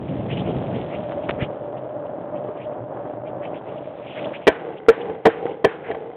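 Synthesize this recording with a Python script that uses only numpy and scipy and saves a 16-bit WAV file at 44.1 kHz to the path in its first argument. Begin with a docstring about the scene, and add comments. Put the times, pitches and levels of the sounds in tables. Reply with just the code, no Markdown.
"""A longboard rolls over asphalt, heard from a small camera in the rider's hand: grit drums the deck, the wheels sing.
Random kicks through fixed spectra make the grit; the wheel note is a sine of unsteady pitch and strength.
Noise makes the wind at first and the swishing wetsuit; short pushes and crackle make the fingers on the case.
Then the nose swings from side to side: sideways wheels growl, four slams ring deck and trucks, house walls answer.
The camera is dull and overloads on the slams."""
import sys
import numpy as np
from scipy import signal
from scipy.fft import rfft, irfft, next_fast_len
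from scipy.io import wavfile
from scipy.ndimage import map_coordinates

SR = 44100
rng = np.random.default_rng(int(sys.argv[2]) if len(sys.argv) > 2 else 0)


def inscribe(sig):
    """Save sig as 16-bit PCM at rate SR to the path in sys.argv[1].

    A 1-D sig is mono; a 2-D sig holds one channel per row.
    Samples are clipped to [-1, 1] before scaling.
    """
    pcm = np.round(np.clip(np.atleast_2d(sig).T, -1, 1) * 32767)
    wavfile.write(sys.argv[1], SR, pcm.astype(np.int16))


N = 271656
T = np.arange(N) / SR


def amp(db):
    """Decibels to linear gain."""
    return 10 ** (np.asarray(db) / 20)


def unit(x):
    """x scaled to rms 1."""
    return x / np.sqrt(np.mean(np.abs(x) ** 2) + 1e-20)


def along(points, hz):
    """Read (frequency, value) points at hz, on a log frequency axis."""
    point_hz, values = np.transpose(points)
    return np.interp(np.log(hz + 1), np.log(point_hz + 1), values)


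def curve(rows):
    """Draw (time, value) points as one value per sample."""
    time_s, values = np.transpose(rows)
    return np.interp(T, time_s, values)


def wobble(rate):
    """A smooth random curve with rate knots a second."""
    return map_coordinates(rng.standard_normal(N // 50), [T * rate], mode="wrap")


def filtered(x, response):
    """x shaped by a gain that is a function of frequency."""
    m = next_fast_len(N + SR // 2)
    gain = response(np.fft.rfftfreq(m, 1 / SR))
    return irfft(rfft(x, m) * gain, m)[:N]


def coloured(x, spectrum):
    """x shaped by a (frequency, dB) spectrum, at rms 1."""
    return unit(filtered(x, lambda hz: amp(along(spectrum, hz))))


def add(track, s, sound):
    """Mix a sound into the track from time s."""
    start = max(round(s * SR), 0)
    track[start:start + len(sound)] += sound[:max(N - start, 0)]


def stones(rate, scatter_db):
    """Tiny kicks of uneven size, rate a second on average, as the wheels meet the stones of the asphalt."""
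    hits = rng.random(N) < rate / SR
    return hits * rng.standard_normal(N) * amp(scatter_db * rng.standard_normal(N))


def waver(hz, spread_hz, flutter_db, rate):
    """A resonance kept going by random kicks: pitch and strength never settle."""
    pitch_hz = hz + spread_hz * (wobble(rate / 2) + wobble(2 * rate))
    tone = np.sin(2 * np.pi * np.cumsum(pitch_hz) / SR)
    return unit(amp(flutter_db * wobble(rate)) * tone)


# rolling level of the straight run: time_s, level_db
ROLLING_LEVEL = [(0, -36), (.2, -33.5), (.75, -29.5), (1.3, -30.5), (1.7, -32.5), (2.45, -31.5),
                 (2.88, -33.5), (3.08, -30.5), (3.22, -33.5), (3.72, -32), (4.05, -37), (4.27, -26.5),
                 (4.44, -40)]
# colour of the deck drummed by grit, relative: frequency_hz, density_db_per_hz
DECK_DRUM = [(25, -16), (60, -18), (95, -12), (122, 1), (170, -3), (240, -4), (310, 3), (360, -1.5),
             (490, 2), (600, 5), (760, -0.5), (1000, -9), (1600, -20.5), (3500, -48.5)]
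# the wheels' note firms up as the board leans into a curve, then eases: time_s, level_over_rolling_db
LEAN_INTO_CURVE = [(.88, -16), (1.0, -1.5), (3.1, -4)]
# the grit's hiss is shaded as the camera turns from the wheels to the rider and back: time_s, shade_db
CAMERA_SHADE = [(.85, 0.5), (1.4, -7), (1.65, -11.5), (3.4, -14.5), (4.05, 0.5)]
# colour of the grit hiss, relative: frequency_hz, density_db_per_hz
GRIT_HISS = [(300, -21.5), (1000, -5), (1800, 3), (3300, 2), (5000, -1.5)]


def straight_run(hiss_db=-12.5):
    """Stones drum the deck, which hums; the wheels sing on one unsteady note. All follow the rolling level."""
    drum = amp(1.0 * wobble(14)) * coloured(stones(rate=2200, scatter_db=1.5), DECK_DRUM)
    hum = amp(-17.0) * waver(122, spread_hz=5, flutter_db=9.5, rate=16)
    song = amp(curve(LEAN_INTO_CURVE)) * waver(595, spread_hz=13.15, flutter_db=3.5, rate=50)
    # the asphalt is coarser in patches
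    patches_db = 1.0 * wobble(23) + 0.91 * wobble(130)
    hiss = coloured(stones(rate=2200, scatter_db=-1.4), GRIT_HISS)
    hiss *= amp(hiss_db + curve(CAMERA_SHADE) + patches_db)
    return amp(curve(ROLLING_LEVEL)) * (drum + hum + song + hiss)


# air on the microphone: time_s, level_db
WIND_LEVEL = [(0, -29), (.35, -24), (.52, -23), (.65, -29), (.8, -27), (1.1, -39), (1.45, -35.5),
              (1.7, -50.5)]
# colour of the buffeting, relative: frequency_hz, density_db_per_hz
BUFFET_COLOUR = [(20, -14), (45, -16.5), (85, -5), (135, 2.5), (220, -2), (330, -6), (600, -9.5),
                 (1500, -50)]


def wind():
    """Lumpy buffeting on the microphone port: low noise whose level wobbles."""
    lumps = amp(1.8 * wobble(30)) * coloured(rng.standard_normal(N), BUFFET_COLOUR)
    return amp(curve(WIND_LEVEL)) * unit(lumps)


def rustles(count=16):
    """Faint wetsuit creases scattered over the ride, uneven in time, level and tone."""
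    level_db, half_s, centre_hz = -55.5, .011, 2550
    return [((k + when) * N / SR / count, level_db + 6 * (size - .5), half_s, centre_hz + 600 * (tone - .5))
            for k, (when, size, tone) in enumerate(rng.random((count, 3)))]


# wetsuit strokes: middle_s, level_db, half_length_s, centre_hz
WETSUIT_STROKES = [(0.09, -47, .01, 2700), (0.321, -34.5, 0.019, 2660), (0.389, -37.5, 0.021, 3010),
                   (0.484, -43, .028, 2830), (0.749, -42, 0.012, 2150), (0.939, -41.5, .025, 2315),
                   (1.122, -47, 0.011, 2310), (1.242, -46, .012, 2500), (1.421, -31, 0.019, 2233),
                   (2.367, -53.5, .012, 2700), (2.62, -47, 0.026, 2480), (3.276, -50, 0.017, 2430),
                   (3.448, -44, 0.02, 2317), (3.559, -46.5, .019, 2550), (3.686, -51, 0.016, 2425),
                   (3.78, -52.5, .012, 2780), (4.137, -43.5, .065, 2980), (4.185, -36.5, 0.018, 2150),
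                   (4.25, -37.5, .0067, 3050), (4.351, -35.5, .014, 2295), (4.435, -47.5, 0.025, 2370),
                   (4.777, -45.5, 0.0097, 2670), (5.014, -40.5, .008, 2690), (5.507, -50, .02, 2600),
                   (5.872, -40, .032, 1930)]


def wetsuit(width_hz=650, glide_hz=380):
    """Cloth slides over cloth: a band of rasp swells and fades, gliding upward through each stroke."""
    out = np.zeros(N)
    noise = unit(filtered(rng.standard_normal(N), lambda hz: 1 / (1 + (hz / width_hz) ** 2)))
    noise = unit(noise * amp(2.5 * wobble(300)))  # the fabric catches and slips
    other = np.roll(noise, N // 2)
    for s, db, half, centre_hz in [*WETSUIT_STROKES, *rustles()]:
        near = np.abs(T - s) < 3 * half
        u = (T[near] - s) / half
        phase = 2 * np.pi * np.cumsum(centre_hz + glide_hz * u) / SR
        # two noises carry the band up to its centre
        rasp = noise[near] * np.cos(phase) + other[near] * np.sin(phase)
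        out[near] += amp(db) * np.exp(-u * u / 2) * rasp
    return out


# the grip shifts in a flurry of small pushes: middle_s, typical_drive_db, half_length_s, typical_push_scale_s
GRIP_SHIFTS = [(1.296, -20, .009, 0.0002), (1.423, -17, .018, 0.0011)]


def flurries(count=6):
    """The small pushes of a shifting grip, uneven in time, strength and length."""
    pushes = []
    for s, db, half, length in GRIP_SHIFTS:
        for k in range(count):
            when = s + half * (2 * (k + rng.random()) / count - 1)
            pushes.append((when, db + 1.8 * rng.normal(), length * amp(1.7 * rng.normal())))
    return pushes


# fingers on the camera case: start_s, drive_db (before a 4 dB lift), push_scale_s
FINGER_TAPS = [(.564, -14, 0.0021), (1.121, -17.5, .00027), (1.294, -7, 0.00019), (1.2967, -7.5, 0.0006),
               (1.3092, -10, .00012), (1.423, -10.5, 0.0023)]


def handling():
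    """A finger gives the case a push and damped rebound, with a short crackle of plastic."""
    out, t = np.zeros(N), np.arange(SR // 20) / SR
    for s, db, length in [*FINGER_TAPS, *flurries()]:
        u = t / length
        push = np.sin(2 * u) * np.exp(-.7 * u)
        crackle = amp(-20 - 60 * t / 0.037) * rng.standard_normal(len(t))
        add(out, s, amp(db + 4) * (push + crackle))
    return out


def ring(modes, t, scatter_db, detune):
    """Sum of damped modes, a little different in level and pitch at every blow."""
    hz, db, t60 = np.transpose(modes)[:, :, None]
    size, shift = np.clip(rng.standard_normal((2, len(modes), 1)), -2, 2)
    decay = amp(db + scatter_db * size - 60 * t / t60)
    return np.sum(decay * np.sin(2 * np.pi * hz * (1 + detune * shift) * t), axis=0)


# light bumps in the asphalt, drives before the trims in blows and street: start_s, boom_db, knock_db, clack_db
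ASPHALT_BUMPS = [(2.487, -25.5, -34.5, -43.5), (5.086, -23, -31, -44), (5.0976, -20, -30, -29),
                 (5.885, -21, -30, -44), (5.903, -19, -25, -34), (5.913, -21.5, -28, -19.5),
                 (5.947, -21.5, -25.5, -27)]
# slams, drives as for the bumps: start_s, boom_db, knock_db, clack_db, first_wheel_against_second_db,
# second_wheel_lag_s, bounce_time_s, boom_loss_per_bounce_db, deck_pitch_ratio (also scales the decay speed)
NOSE_SLAMS = [(4.4696, -4.5, -7.5, -1.5, -4.5, .0057, .0103, 4, 0.97),
              (4.8847, -2, -16, -10, 0, 0.0042, .0114, 14.5, 1.018),
              (5.2528, -3, -4, -6, -11.5, .0024, .009, 1.5, 1.01),
              (5.6424, -5, -12, -7, -10.5, .0032, .0078, 2, 1.01)]
# the bounces every slam shares, against the second wheel: knock_and_clack_db, boom_db (before the loss per bounce)
SLAM_BOUNCES = [(-2.5, .5), (-18, 2.5), (-19, -10)]


def contacts():
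    """Wheel contacts (time, boom, knock, clack, pitch ratio): bumps; slams of one wheel, the other, then bounces."""
    rows = [(*bump, 1) for bump in ASPHALT_BUMPS]
    for s, boom_db, knock_db, clack_db, first_db, lag, flight, loss_db, pitch in NOSE_SLAMS:
        rows.append((s, boom_db + first_db, knock_db + first_db, clack_db + first_db, pitch))
        rows.append((s + lag, boom_db, knock_db, clack_db, pitch))
        for k, (hard_db, soft_db) in enumerate(SLAM_BOUNCES, 1):
            bounce_boom_db = boom_db + soft_db - k * loss_db
            rows.append((s + k * flight, bounce_boom_db, knock_db + hard_db, clack_db + hard_db, pitch))
    return rows


# colour of the dull thud of a wheel on asphalt, relative: frequency_hz, density_db_per_hz
WHEEL_THUD = [(30, -8.5), (80, -9), (230, 0.5), (500, 6.5), (750, 6), (1050, -6.5), (1400, -23),
              (3500, -23)]
# the deck's low boom, typical modes: frequency_hz, level_db, t60_s
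DECK_BOOM = [(100, -25, 0.093), (194, -19.5, 0.05), (318.6, -18, 0.11), (449.2, 1.5, 0.065)]
# the deck's harder knock, typical modes: frequency_hz, level_db, t60_s
DECK_KNOCK = [(536, -6, 0.022), (633.7, 0, 0.043), (670, -6, 0.085), (755.4, -4.5, 0.085),
              (892.5, -11, 0.052), (994, -6, 0.042)]
# the metal trucks, typical modes: frequency_hz, level_db, t60_s
TRUCK_MODES = [(1569, -9.5, 0.071), (1736, -5, 0.055), (1868, 1.5, 0.023), (2304, -10, 0.058),
               (2580, -10, 0.018), (2750, -14.5, 0.016), (3180, -12.5, 0.04)]


def blows():
    """Each wheel contact excites damped modes: the deck booms and knocks, the metal trucks clack."""
    out, t = np.zeros(N), np.arange(SR // 5) / SR
    thuds = coloured(rng.standard_normal(N), WHEEL_THUD)
    onset = 1 - np.exp(-t / 0.00078)
    for s, boom_db, knock_db, clack_db, pitch in contacts():
        thud = amp(-1.5 - 60 * t / 0.064) * thuds[round(s * SR):][:len(t)]
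        crack = amp(2.5 - 60 * t / 0.021) * rng.standard_normal(len(t))
        boom = amp(boom_db + 1.0) * ring(DECK_BOOM, pitch * t, scatter_db=4.0, detune=0.019)
        knock = amp(knock_db - 0.5) * (ring(DECK_KNOCK, pitch * t, scatter_db=5.5, detune=0.02) + thud)
        clack = amp(clack_db - 4.0) * (ring(TRUCK_MODES, t, scatter_db=1.5, detune=0.011) + crack)
        add(out, s, (boom + knock + clack) * onset)
    return out


# how long the street answers: frequency_hz, t60_s
STREET_DECAY = [(300, 0.81), (1500, 0.38), (3500, 0.47)]
# colour of the house walls: frequency_hz, gain_db
WALL_COLOUR = [(100, -24), (230, -14), (400, -1), (800, 2.5), (1250, 3), (1560, 7), (1750, 4.5), (2000, 1),
               (2500, -3), (3400, -11)]


def street():
    """House walls scatter back each wheel contact: a noise tail that swells in late, decays and flutters."""
    out = np.zeros(N)
    for s, boom_db, knock_db, clack_db, _ in contacts():
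        hz, t, z = signal.stft(rng.standard_normal(SR // 2), SR, nperseg=256)
        decay = amp(-60 * t / along(STREET_DECAY, hz)[:, None])
        tail = signal.istft(z * decay, SR, nperseg=256)[1]
        tail *= 1 - np.exp(-(np.arange(len(tail)) / SR / 0.025) ** 2)
        add(out, s, (amp(clack_db - 24) + amp(boom_db - 25.0)) * tail)
    return amp(1.1 * wobble(70)) * filtered(out, lambda hz: amp(along(WALL_COLOUR, hz)))


# side-to-side swings, before the dip at each lift: hardest_push_s, scrub_db, half_length_s, grinding_grit_db
SIDE_SWINGS = [(4.671, -30, 0.073, -47), (5.07, -28, 0.082, -49), (5.469, -26.5, 0.074, -50.5),
               (5.923, -35, 0.088, -53.5)]
# colour of wheels pushed sideways, relative: frequency_hz, density_db_per_hz
SCRUB_COLOUR = [(25, -27.5), (60, -34.5), (110, -20), (170, -11.5), (230, -19), (310, -6), (390, -7.5),
                (463, 1.5), (560, -8.5), (680, -12.5), (790, -7), (950, -18.5), (1300, -30.5), (3500, -39)]
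# colour of the grinding grit, relative: frequency_hz, density_db_per_hz
GRIND_COLOUR = [(300, -23.5), (1050, 10.5), (1300, 9), (1550, 12.5), (1750, -1.5), (2000, 12.5), (2400, -5),
                (3300, -5.5), (5000, -35.5)]


def swings():
    """Wheels pushed sideways: a hollow growl with grinding grit swells, and dips as the nose lifts before a slam."""
    scrub, grit = amp(-35.5), amp(-56)  # the wheels between two pushes
    for s, scrub_db, half, grit_db in SIDE_SWINGS:
        push = np.exp(-((T - s) / half) ** 2 / 2)
        scrub = np.hypot(scrub, amp(scrub_db) * push)
        grit = np.hypot(grit, amp(grit_db) * push)
    lift_db, lift_lead_s, lift_half_s = -2.5, 0.052, 0.061
    lifted = sum(np.exp(-((T - s + lift_lead_s) / lift_half_s) ** 2) for s, *_ in NOSE_SLAMS)
    growl = scrub * coloured(stones(rate=6700, scatter_db=4.5), SCRUB_COLOUR)
    grind = grit * amp(1.4 * wobble(47)) * coloured(stones(rate=5000, scatter_db=8), GRIND_COLOUR)
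    return amp(lift_db * lifted) * (growl + grind)


def scene():
    """The straight run gives way to the swings at the first slam."""
    swinging = np.clip((T - 4.45) / .05, 0, 1)
    rolling = (1 - swinging) * straight_run() + swinging * swings()
    return (rolling + wind() + wetsuit() + handling() + blows() + street())[None]


# the camera's narrow speech band: frequency_hz, gain_db
SPEECH_BAND = [(3250, -0.5), (3550, -5), (4000, -15), (4400, -29.5), (4900, -81), (5600, -120)]


def record(dry, top_hz=16100):
    """A tiny microphone without deep bass, a narrow speech band, then hard overload, which alone spits treble."""
    thin = signal.sosfilt(signal.butter(3, 56, "high", fs=SR, output="sos"), dry[0])
    narrow = filtered(thin, lambda hz: amp(along(SPEECH_BAND, hz)))
    clipped = np.clip(narrow, -.71, .71)
    return filtered(clipped, lambda hz: hz < top_hz)[None]


dry = scene()
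out = record(dry)
inscribe(out)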